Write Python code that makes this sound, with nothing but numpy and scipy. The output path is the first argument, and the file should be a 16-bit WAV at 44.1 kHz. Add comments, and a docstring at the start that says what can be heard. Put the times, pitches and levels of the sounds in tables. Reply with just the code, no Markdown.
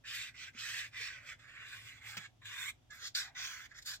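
"""Over a quiet room hum, a plastic glue nozzle scrapes along three edges of a hand-held card.
Paper fibres catch and slip under the tip: the card rings near 2 kHz, with a rasp and hiss above it.
The slowing tip nearly squeaks, the bottle and card knock softly, and fingers shift their grip.
At one corner the tip skips and taps the card. The mat, desk clutter and small room add short echoes."""
import sys
import numpy as np
from scipy import signal
from scipy.fft import rfft, irfft, next_fast_len
from scipy.io import wavfile
from scipy.ndimage import uniform_filter1d, map_coordinates

SR = 44100
rng = np.random.default_rng(int(sys.argv[2]) if len(sys.argv) > 2 else 0)


def wav_out(sig):
    """Save sig, one row per channel (or a flat mono array), as 16-bit PCM at SR to the path in sys.argv[1]."""
    wavfile.write(sys.argv[1], SR, np.round(np.clip(np.atleast_2d(sig).T, -1, 1) * 32767).astype(np.int16))


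N = 176400

# How alike the card sounds on the left and right: pitch_hz, likeness (1 = the same)
CARD_LIKENESS = [(500, 1), (1500, 0.9), (3000, 0.98), (6000, 0.52), (12000, 0.23)]
# How much louder the left side is with the tip near the corner: pitch_hz, left_over_right_db
CORNER_BALANCE = [(800, 4), (1300, -1), (2400, -4.5), (3300, 2.5), (4700, -1.5), (6000, -6.5), (7300, -7),
                  (9000, 1), (14000, 0.5)]
# How far the left side's wave runs ahead with the tip out to the right: pitch_hz, lead_radians
TIP_RIGHT_LEAD = [(400, 0.12), (1750, 0.28), (2300, 1.22), (2800, 2.39), (3800, 2.46), (4800, 4.43),
                  (5900, 4.3), (7000, 4.6), (8000, 10.5), (15000, 20.6)]


def amp(db):
    """Turn decibels into a number to multiply by."""
    return 10 ** (np.asarray(db) / 20)


def unit(x):
    """Scale a signal to an average strength (rms) of 1."""
    return x / np.sqrt(np.mean(x ** 2) + 1e-20)


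def along(points, hz):
    """Read between rows of pitch_hz, value, with octaves evenly spaced."""
    pitches, values = np.transpose(points)
    return np.interp(np.log(hz + 1), np.log(pitches + 1), values)


def wobble(per_s):
    """A smooth curve through per_s random values each second."""
    position = np.arange(N) * per_s / SR
    return map_coordinates(rng.standard_normal(4096), [position], mode="wrap")


def filtered(x, response):
    """Multiply each frequency in x by response(hz)."""
    size = next_fast_len(N + SR // 2)
    return irfft(rfft(x, size) * response(np.fft.rfftfreq(size, 1 / SR)), size)[..., :N]


def spread(pair, likeness):
    """Blend two unrelated signals into a left and right that are partly alike."""
    turn = lambda hz: np.arccos(np.clip(along(likeness, hz), -1, 1)) / 2
    mid, side = filtered(pair, lambda hz: np.array([np.cos(turn(hz)), np.sin(turn(hz))]))
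    return np.array([mid + side, mid - side])


def stereo_noise(likeness, response):
    """Left and right noise of strength 1, with its tone shaped by response(hz)."""
    return unit(filtered(spread(rng.standard_normal((2, N)), likeness), response))


def placed(x, balance, lead):
    """Sound reaches the left and right microphones at different levels and points in its wave."""
    half = np.array([[.5], [-.5]])
    return filtered(x, lambda hz: amp(half * along(balance, hz)) * np.exp(1j * half * along(lead, hz)))


def room_hum(hum_hz=109.7, waver_db=3, air_db=-68):
    """The room's air is a soft rush of noise, with a low wavering hum."""
    # Tone of the air: pitch_hz, relative_db
    air_tone = [(15, -21), (25, -17), (50, -1.5), (70, -4.5), (122, 1), (183, -16), (246, -10), (421, -20),
                (722, -17), (945, -23), (1710, -27.5), (2490, -27.5), (3440, -23), (4040, -31.5),
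                (5880, -29.5), (9550, -41.5), (13200, -40.5), (15500, -52)]
    # How alike the air is on the left and right: pitch_hz, likeness
    air_likeness = [(60, 1), (150, 0.75), (300, 0.1), (1500, 0.12), (5000, 0.043)]
    # Slow rise and fall of the hum: time_s, relative_db
    hum_swell = [(0.0, -69), (0.27, -80), (0.78, -70.5), (1.44, -75), (1.93, -64), (2.5, -73), (2.92, -77),
                 (4.0, -83)]
    t = np.arange(N) / SR
    air = stereo_noise(air_likeness, lambda hz: amp(along(air_tone, hz)))
    hum_db = np.interp(t, *np.transpose(hum_swell)) - 0.5 + waver_db * wobble(21.82)
    hum = np.sqrt(2) * np.sin(2 * np.pi * hum_hz * t + wobble(9.24))
    return amp(air_db) * air + amp(hum_db) * hum


def fibre_slips(per_s=9000, uneven_db=1):
    """Fibres catch on the tip and let go, making two dense streams of tiny clicks."""
    caught = rng.random((2, N)) < per_s / SR
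    direction = np.sign(rng.standard_normal((2, N)))
    size = amp(uneven_db * np.clip(rng.standard_normal((2, N)), -2.5, 2.5))
    return caught * direction * size


def card_resonance(hz):
    """The card boosts the pitches at which it naturally bends back and forth."""
    # The card's ringing pitches: pitch_hz, width_hz, relative_db
    modes = [(1040, 60, -8), (1533, 88, 4), (1665, 39, 2), (1920, 50, -2), (2020, 76, 2.5),
             (2304, 130, -0.5), (2606, 120, 0.5), (3450, 330, -3), (4850, 110, -10), (5320, 86, -1),
             (6450, 170, -2), (7650, 490, -2.5)]
    peaks = sum(amp(db) ** 2 / (1 + (2 * (hz - pitch) / width) ** 2) for pitch, width, db in modes)
    return np.sqrt(0.5 + peaks / peaks.max())


def card_sag(x, strokes, sag_share=.035, wander_share=.012):
    """The card gives as each stroke bears down: its pitches sink, then rise again."""
    t = np.arange(N) / SR
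    sag = sum(np.interp(t, np.linspace(rows[0][0], rows[-1][0], 3), [0, 1, 0]) for rows in strokes)
    speed = 1 + sag_share * (.5 - sag) + wander_share * wobble(11)
    position = np.cumsum(speed)
    return np.array([map_coordinates(side, [position], order=5, mode="wrap") for side in x])


def scrape(strokes, tone, balance, lead, ring_top_hz=2744, rasp_top_hz=7710):
    """At one place on the card, the same fibre slips feed a ring, a higher rasp and a hiss on top."""
    t = np.arange(N) / SR
    slips = spread(fibre_slips(), CARD_LIKENESS)
    rub = filtered(slips, lambda hz: amp(along(tone, hz)) * card_resonance(hz))
    rub = placed(card_sag(rub, strokes), balance, lead)
    below = lambda top_hz: filtered(rub, lambda hz: 1 / (1 + (hz / top_hz) ** 12))
    ring, ring_and_rasp = below(ring_top_hz), below(rasp_top_hz)
    bands = [ring, ring_and_rasp - ring, rub - ring_and_rasp]
    gains = np.zeros((3, N))
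    for stroke in strokes:
        times, ring_db, rasp_db, hiss_db = np.transpose(stroke)
        levels = [ring_db - 0.5, ring_db + rasp_db - 1.5, ring_db + hiss_db + 0.5]
        gains = np.maximum(gains, [amp(np.interp(t, times, db, left=-200, right=-200)) for db in levels])
    sound = sum(gain * band / band.mean(0).std() for gain, band in zip(gains, bands))
    grip_db = 0.45 * wobble(120)  # the tip grips unevenly
    pressure_db = 0.98 * wobble(39)  # the hand's push varies more slowly
    return sound * amp(grip_db + pressure_db)


def nozzle_strokes():
    """The tip is dragged over five places on the card, each with its own tone."""
    # Loudness through each stroke, one list a stroke: time_s, ring_db, rasp_over_ring_db, hiss_over_ring_db
    left = [
        [(0.038, -68, -10, -28), (0.054, -56.5, -7, -27), (0.076, -53, 0.5, -14), (0.164, -48, 0.5, -9),
         (0.25, -49.5, -3.5, -18), (0.292, -55, -5.5, -20), (0.335, -75, -13, -18)],
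        [(0.335, -76, -10, -19), (0.345, -58.5, -14, -28), (0.379, -61, 5, -21), (0.389, -58.5, 0.5, -19),
         (0.441, -52.5, 2, -18), (0.493, -58, -8.5, -22), (0.525, -88.5, -12, -4)],
        [(0.53, -79.5, 0, -18), (0.543, -66.5, -7, -22), (0.568, -55, -4, -27), (0.574, -49.5, -9.5, -27),
         (0.591, -54.5, 4.5, -12.5), (0.701, -44, -3, -14), (0.805, -45.5, -2.5, -16.5),
         (0.867, -51, -7.5, -23.5), (0.905, -78, -5, -9)],
    ]
    long_stroke = [(0.905, -80, -2, -19), (0.937, -53.5, -11.5, -32), (0.979, -48.5, -4, -17),
                   (1.073, -46.5, -1, -20), (1.1, -48.5, -6, -27), (1.153, -54.5, -7.5, -27),
                   (1.161, -52, -9.5, -28), (1.221, -62.5, -11.5, -25), (1.296, -49.5, -5.5, -19.5),
                   (1.329, -53.5, -8.5, -20.5), (1.385, -89, -3, -14)]  # a single stroke
    corner = [
        [(1.385, -75, -12, -18), (1.399, -62, -7.5, -25), (1.433, -61.5, -11.5, -29), (1.563, -56.5, -15, -31),
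         (1.637, -48, -17, -35), (1.7, -57, -3, -17)],
        [(1.7, -56.5, -3, -19), (1.728, -52, -7, -16.5), (1.826, -60, -5, -15), (1.862, -57, -4.5, -13.5),
         (1.988, -61, -9, -23), (2.0, -71, -2, -17)],
        [(2.0, -65, -12, -26), (2.062, -52, -7.5, -16), (2.092, -54.5, -1.5, -10), (2.154, -52, -9, -19),
         (2.169, -62, 0, -13)],
        [(2.185, -57, -6, -17), (2.205, -54, -8, -23), (2.211, -53, -8.5, -22), (2.261, -56, -9, -34),
         (2.293, -100, 15, -12), (2.32, -93, 2, -12)],
    ]
    lower = [
        [(2.413, -88, -1, -9), (2.419, -61.5, -19, -28), (2.445, -66, -4, -23), (2.457, -57, -2.5, -13),
         (2.495, -54.5, -3.5, -13.5), (2.525, -50.5, -6, -17), (2.611, -50, -4, -9), (2.703, -48.5, -4, -7.5),
         (2.735, -96, 3, 1), (2.76, -96, 5, -8)],
    ]
    end = [
        [(2.895, -100, -21, -18), (2.906, -66, 5, -27), (2.914, -61, -2, -20), (2.952, -57.5, -10, -10),
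         (2.988, -61.5, -5, -15), (3.048, -50.5, 3, -15), (3.078, -59.5, 10.5, -4.5), (3.135, -103, 10, -2)],
        [(3.135, -112, 6, -8), (3.151, -51.5, 14.5, -8), (3.167, -42.5, 3, -9.5), (3.205, -46.5, 2.5, -11),
         (3.299, -56.5, -12.5, -30), (3.317, -64, -32, -43), (3.34, -77, -17, -27)],
        [(3.69, -78, -4, -19), (3.718, -62.5, -6, -30), (3.738, -64, -21, -40), (3.748, -59, -10, -30),
         (3.792, -57.5, -1, -16), (3.812, -72, -8, -13), (3.826, -68.5, 14, 1), (3.845, -78, -8, -7)],
        [(3.845, -80, 8, -6), (3.865, -58, 8.5, 4), (3.895, -49, 0, -8), (3.911, -56, 4, -4),
         (3.929, -52.5, -3, -10.5), (3.941, -53.5, 4.5, -6), (3.965, -66, 5, -4), (4.0, -103, 15, -4)],
    ]
    back = [
        [(3.34, -83, -21, -35), (3.351, -68, 1, -21), (3.364, -52.5, -5.5, -21), (3.38, -50.5, 0.5, -17.5),
         (3.448, -47, -1, -12.5), (3.606, -50.5, -10, -17.5), (3.624, -55.5, -7, -13), (3.662, -56, -7, -18),
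         (3.69, -93, -12, -13)],
    ]
    # Tone of the card at each place: pitch_hz, relative_db
    left_tone = [(240, -56), (400, -38), (452, -26), (503, -34.5), (942, -29), (1080, -18), (1190, -18),
                 (1540, -6.5), (1960, -3), (2590, -4), (2900, -9.5), (3400, -10), (6780, -18.5),
                 (7440, -16), (9950, -32.5), (13100, -27.5), (15500, -37)]
    corner_tone = [(240, -61), (400, -24), (873, -35), (957, -43), (1080, -12), (1220, -13), (1540, -4.5),
                   (1960, -3), (2470, -4), (3060, -11.5), (3510, -10), (5910, -21.5), (7550, -14.5),
                   (10100, -23.5), (12900, -18), (15500, -26)]
    lower_tone = [(240, -55), (400, -34), (860, -32), (1050, -11), (1340, -12), (1690, -4), (1990, -10),
                  (2290, -8), (2970, -11), (3620, -6), (4700, -21), (6680, -19), (7440, -11), (9070, -25),
                  (10600, -28), (13700, -23), (15500, -31)]
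    end_tone = [(240, -56), (400, -33), (503, -47), (577, -25.5), (957, -21), (1080, -8.5), (1170, -10),
                (1510, -2.5), (1710, 4), (1790, -3.5), (2030, -2), (2970, -15.5), (3460, -8), (4700, -8),
                (6680, -12), (7210, -9.5), (9210, -25.5), (13100, -18), (15500, -26.5)]
    back_tone = [(240, -61), (400, -32), (577, -44), (738, -15.5), (942, -23), (1030, -7), (1170, -16),
                 (1450, 1), (1660, 0.5), (2900, -12), (3250, -8), (4090, -12), (5150, -12), (6380, -11),
                 (9210, -30), (11900, -24.5), (15500, -23.5)]
    # How much louder the left side is: pitch_hz, left_over_right_db
    left_balance = [(800, 4), (1300, 0.5), (2400, -4), (3100, 2), (3900, 1.5), (4700, -6.5), (7400, -7),
                    (9000, 0.5), (14000, -0.5)]
    end_balance = [(700, 3), (1300, -1), (2400, -3.5), (3400, 2.5), (4400, -2.5), (5500, -1.5),
                   (7300, -7.5), (9000, 1.5), (14000, 0)]
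    # How far the left side's wave runs ahead with the tip near the middle: pitch_hz, lead_radians
    middle_lead = [(400, 0.12), (1900, 0.24), (2800, 1.7), (4000, 1.8), (6400, 1.81), (7000, 4.4),
                   (7800, 0.86), (15000, 6.3)]
    return (scrape([*left, long_stroke], left_tone, left_balance, middle_lead)
            + scrape(corner, corner_tone, CORNER_BALANCE, TIP_RIGHT_LEAD)
            + scrape(lower, lower_tone, CORNER_BALANCE, TIP_RIGHT_LEAD)
            + scrape(end, end_tone, end_balance, TIP_RIGHT_LEAD)
            + scrape(back, back_tone, end_balance, TIP_RIGHT_LEAD))


def card_flex(x, depth_db=2.5):
    """The card bends under the tip, so patches of pitch swell and fade."""
    spectrum = signal.stft(x, nperseg=512, noverlap=384)[2]
    patches = rng.standard_normal(spectrum.shape[1:])
    for _ in range(2):
        patches = uniform_filter1d(patches, size=3, axis=0)  # smooth across pitch
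        patches = uniform_filter1d(patches, size=13, axis=1)  # smooth across time
    gain = unit(amp(depth_db * unit(patches)))
    return signal.istft(spectrum * gain, nperseg=512, noverlap=384)[1][:, :N]


def mat_echo(x):
    """A bounce off the mat cancels some pitches, and these glide as the hands move."""
    # The bounce: time_s, delay_ms, strength (1 = as strong as the direct sound)
    bounce = [(0, 1.6, 0.095), (2.5, 1.78, 0.17), (2.7, 0.84, 0.46), (2.9, 1.42, 0.22), (3.18, 1.44, 0.16),
              (3.28, 1.66, 0.26), (3.36, 1.46, 0.13), (3.58, 1.8, 0.15), (4, 1.15, 0.072)]
    n = np.arange(N)
    times, delay_ms, strength = np.transpose(bounce)
    delay = np.interp(n / SR, times, delay_ms) * SR / 1000
    gain = np.interp(n / SR, times, strength)
    echo = np.array([map_coordinates(side, [n - delay]) for side in x])
    return (x + gain * echo) / np.hypot(1, gain)


def echo_tail(x, fade_times):
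    """Many echoes blur into a tail; fade_times says how long each pitch takes to fall 60 dB."""
    hz, t, noise = signal.stft(rng.standard_normal((2, SR // 2)), SR, nperseg=256)
    fade = amp(-60 * t / along(fade_times, hz)[:, None])
    tail = signal.istft(noise * fade, SR, nperseg=256)[1]
    return signal.fftconvolve(x, tail / np.linalg.norm(tail[0]), axes=1)[:, :N]


def desk_echoes(x, turns_per_s=1.31):
    """Two sets of echoes off nearby clutter trade places as the hands move, so the tone drifts."""
    # How long the clutter's echoes last: pitch_hz, fade_s
    fade_times = [(200, 0.044), (2000, 0.079), (12000, 0.024)]
    turn = 2 * np.pi * turns_per_s * np.arange(N) / SR
    return echo_tail(x * np.cos(turn), fade_times) + echo_tail(x * np.sin(turn), fade_times)


def room_echoes(x):
    """The small room adds a short tail in which high pitches die first."""
    # How long the room's echoes last: pitch_hz, fade_s
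    fade_times = [(200, 0.19), (2000, 0.16), (12000, 0.12)]
    return echo_tail(x, fade_times)


def rubs(swells, width_octaves):
    """Brief rubbing makes swells of noise, each gathered around one pitch."""
    t, out = np.arange(N) / SR, np.zeros((2, N))
    for peak_s, half_length_s, pitch_hz, level_db in swells:
        band = lambda hz: np.exp(-.5 * (np.log2((hz + 1) / pitch_hz) / width_octaves) ** 2)
        swell = np.exp(-((t - peak_s) / half_length_s) ** 2)
        out += amp(level_db) * swell * stereo_noise(CARD_LIKENESS, band)
    return out


def tip_squeaks():
    """The slowing tip nearly squeaks: its rubbing narrows almost to a single note."""
    # Near-squeaks: peak_s, half_length_s, pitch_hz, level_db
    squeaks = [(.487, 0.013, 1553, -52.5), (1.16, 0.04, 1520, -59.5), (2.917, 0.011, 1680, -51.5),
               (3.19, 0.02, 1523, -46.5), (3.368, 0.014, 1964, -51), (3.928, 0.0063, 1710, -54)]
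    return rubs(squeaks, width_octaves=0.027)


def soft_knocks(rise_s=0.0039, fade_s=0.076):
    """Each bump of the handled bottle and card briefly rings one low, hollow note."""
    # Bumps: start_s, pitch_hz, level_db
    bumps = [(.544, 422, -67), (.547, 238, -52), (1.0, 462, -57.5)]
    out = np.zeros(N)
    for start_s, pitch_hz, level_db in bumps:
        t = np.maximum(np.arange(N) / SR - start_s, 0)
        rise = 1 - np.exp(-(t / rise_s) ** 2)
        out += amp(level_db - 60 * t / fade_s) * rise * np.sin(2 * np.pi * pitch_hz * t)
    return out


def finger_shifts():
    """Fingers slide on the card with a soft, low rustle."""
    # Slides: peak_s, half_length_s, pitch_hz, level_db
    slides = [(1.27, 0.12, 613, -79), (2.14, 0.13, 817.3, -71.5), (3.03, 0.021, 440, -72),
              (3.29, 0.058, 813, -68)]
    return rubs(slides, width_octaves=0.2)


def tip_taps(snap_above_hz=7000, snap_fade_s=0.0055, click_fade_s=0.037, thump_rise_s=0.0024):
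    """The tip strikes or catches the card: a bright snap, a dry click and the card's dull thump."""
    # Strikes: start_s, click_db, thump_db (relative levels)
    strikes = [(2.1691, -37, -55), (2.1723, -46.5, -74), (2.178, -38.5, -49.5), (2.453, -59, -88),
               (2.903, -78, -92), (3.824, -61, -85), (3.877, -55, -84)]
    # Notes in the held card's thump: pitch_hz, relative_db, fade_s (time to fall 60 dB)
    thump_notes = [(106, -2, 0.087), (160, 10, 0.1), (192, 5.5, 0.072), (382, -7, 0.091), (756, -4, 0.083),
                   (2310, 15, 0.11)]
    # Tone of the click: pitch_hz, relative_db
    click_tone = [(200, -8), (900, -4.5), (2200, 13), (3500, 5), (7500, -2), (10000, -27), (15000, -9)]
    snaps, clicks, thumps = np.zeros((3, N))
    for start_s, click_db, thump_db in strikes:
        t = np.maximum(np.arange(N) / SR - start_s, 0)
        snaps += (t > 0) * amp(click_db - 9.5 - 60 * t / snap_fade_s)
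        clicks += (t > 0) * amp(click_db - 60 * t / click_fade_s)
        ring = sum(amp(db - 60 * t / fade_s) * np.sin(2 * np.pi * hz * t)
                   for hz, db, fade_s in thump_notes)
        thumps += amp(thump_db - 7.5) * ring * (1 - np.exp(-t / thump_rise_s))
    click_noise = stereo_noise(CARD_LIKENESS, lambda hz: amp(along(click_tone, hz)))
    snap_noise = unit(filtered(click_noise, lambda hz: hz > snap_above_hz))
    return placed(snaps * snap_noise + clicks * click_noise + thumps, CORNER_BALANCE, TIP_RIGHT_LEAD)


def scene(desk_db=-8, room_db=-13.5):
    """The tip works its way round the card in a small, humming room."""
    scraping = mat_echo(card_flex(nozzle_strokes()))
    gluing = scraping + tip_taps() + soft_knocks() + finger_shifts() + tip_squeaks()
    return gluing + amp(desk_db) * desk_echoes(gluing) + amp(room_db) * room_echoes(gluing) + room_hum()


def record(dry, top_hz=15800):
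    """Cut away the very highest pitches."""
    return filtered(dry, lambda hz: hz < top_hz)


dry = scene()
out = record(dry)
wav_out(out)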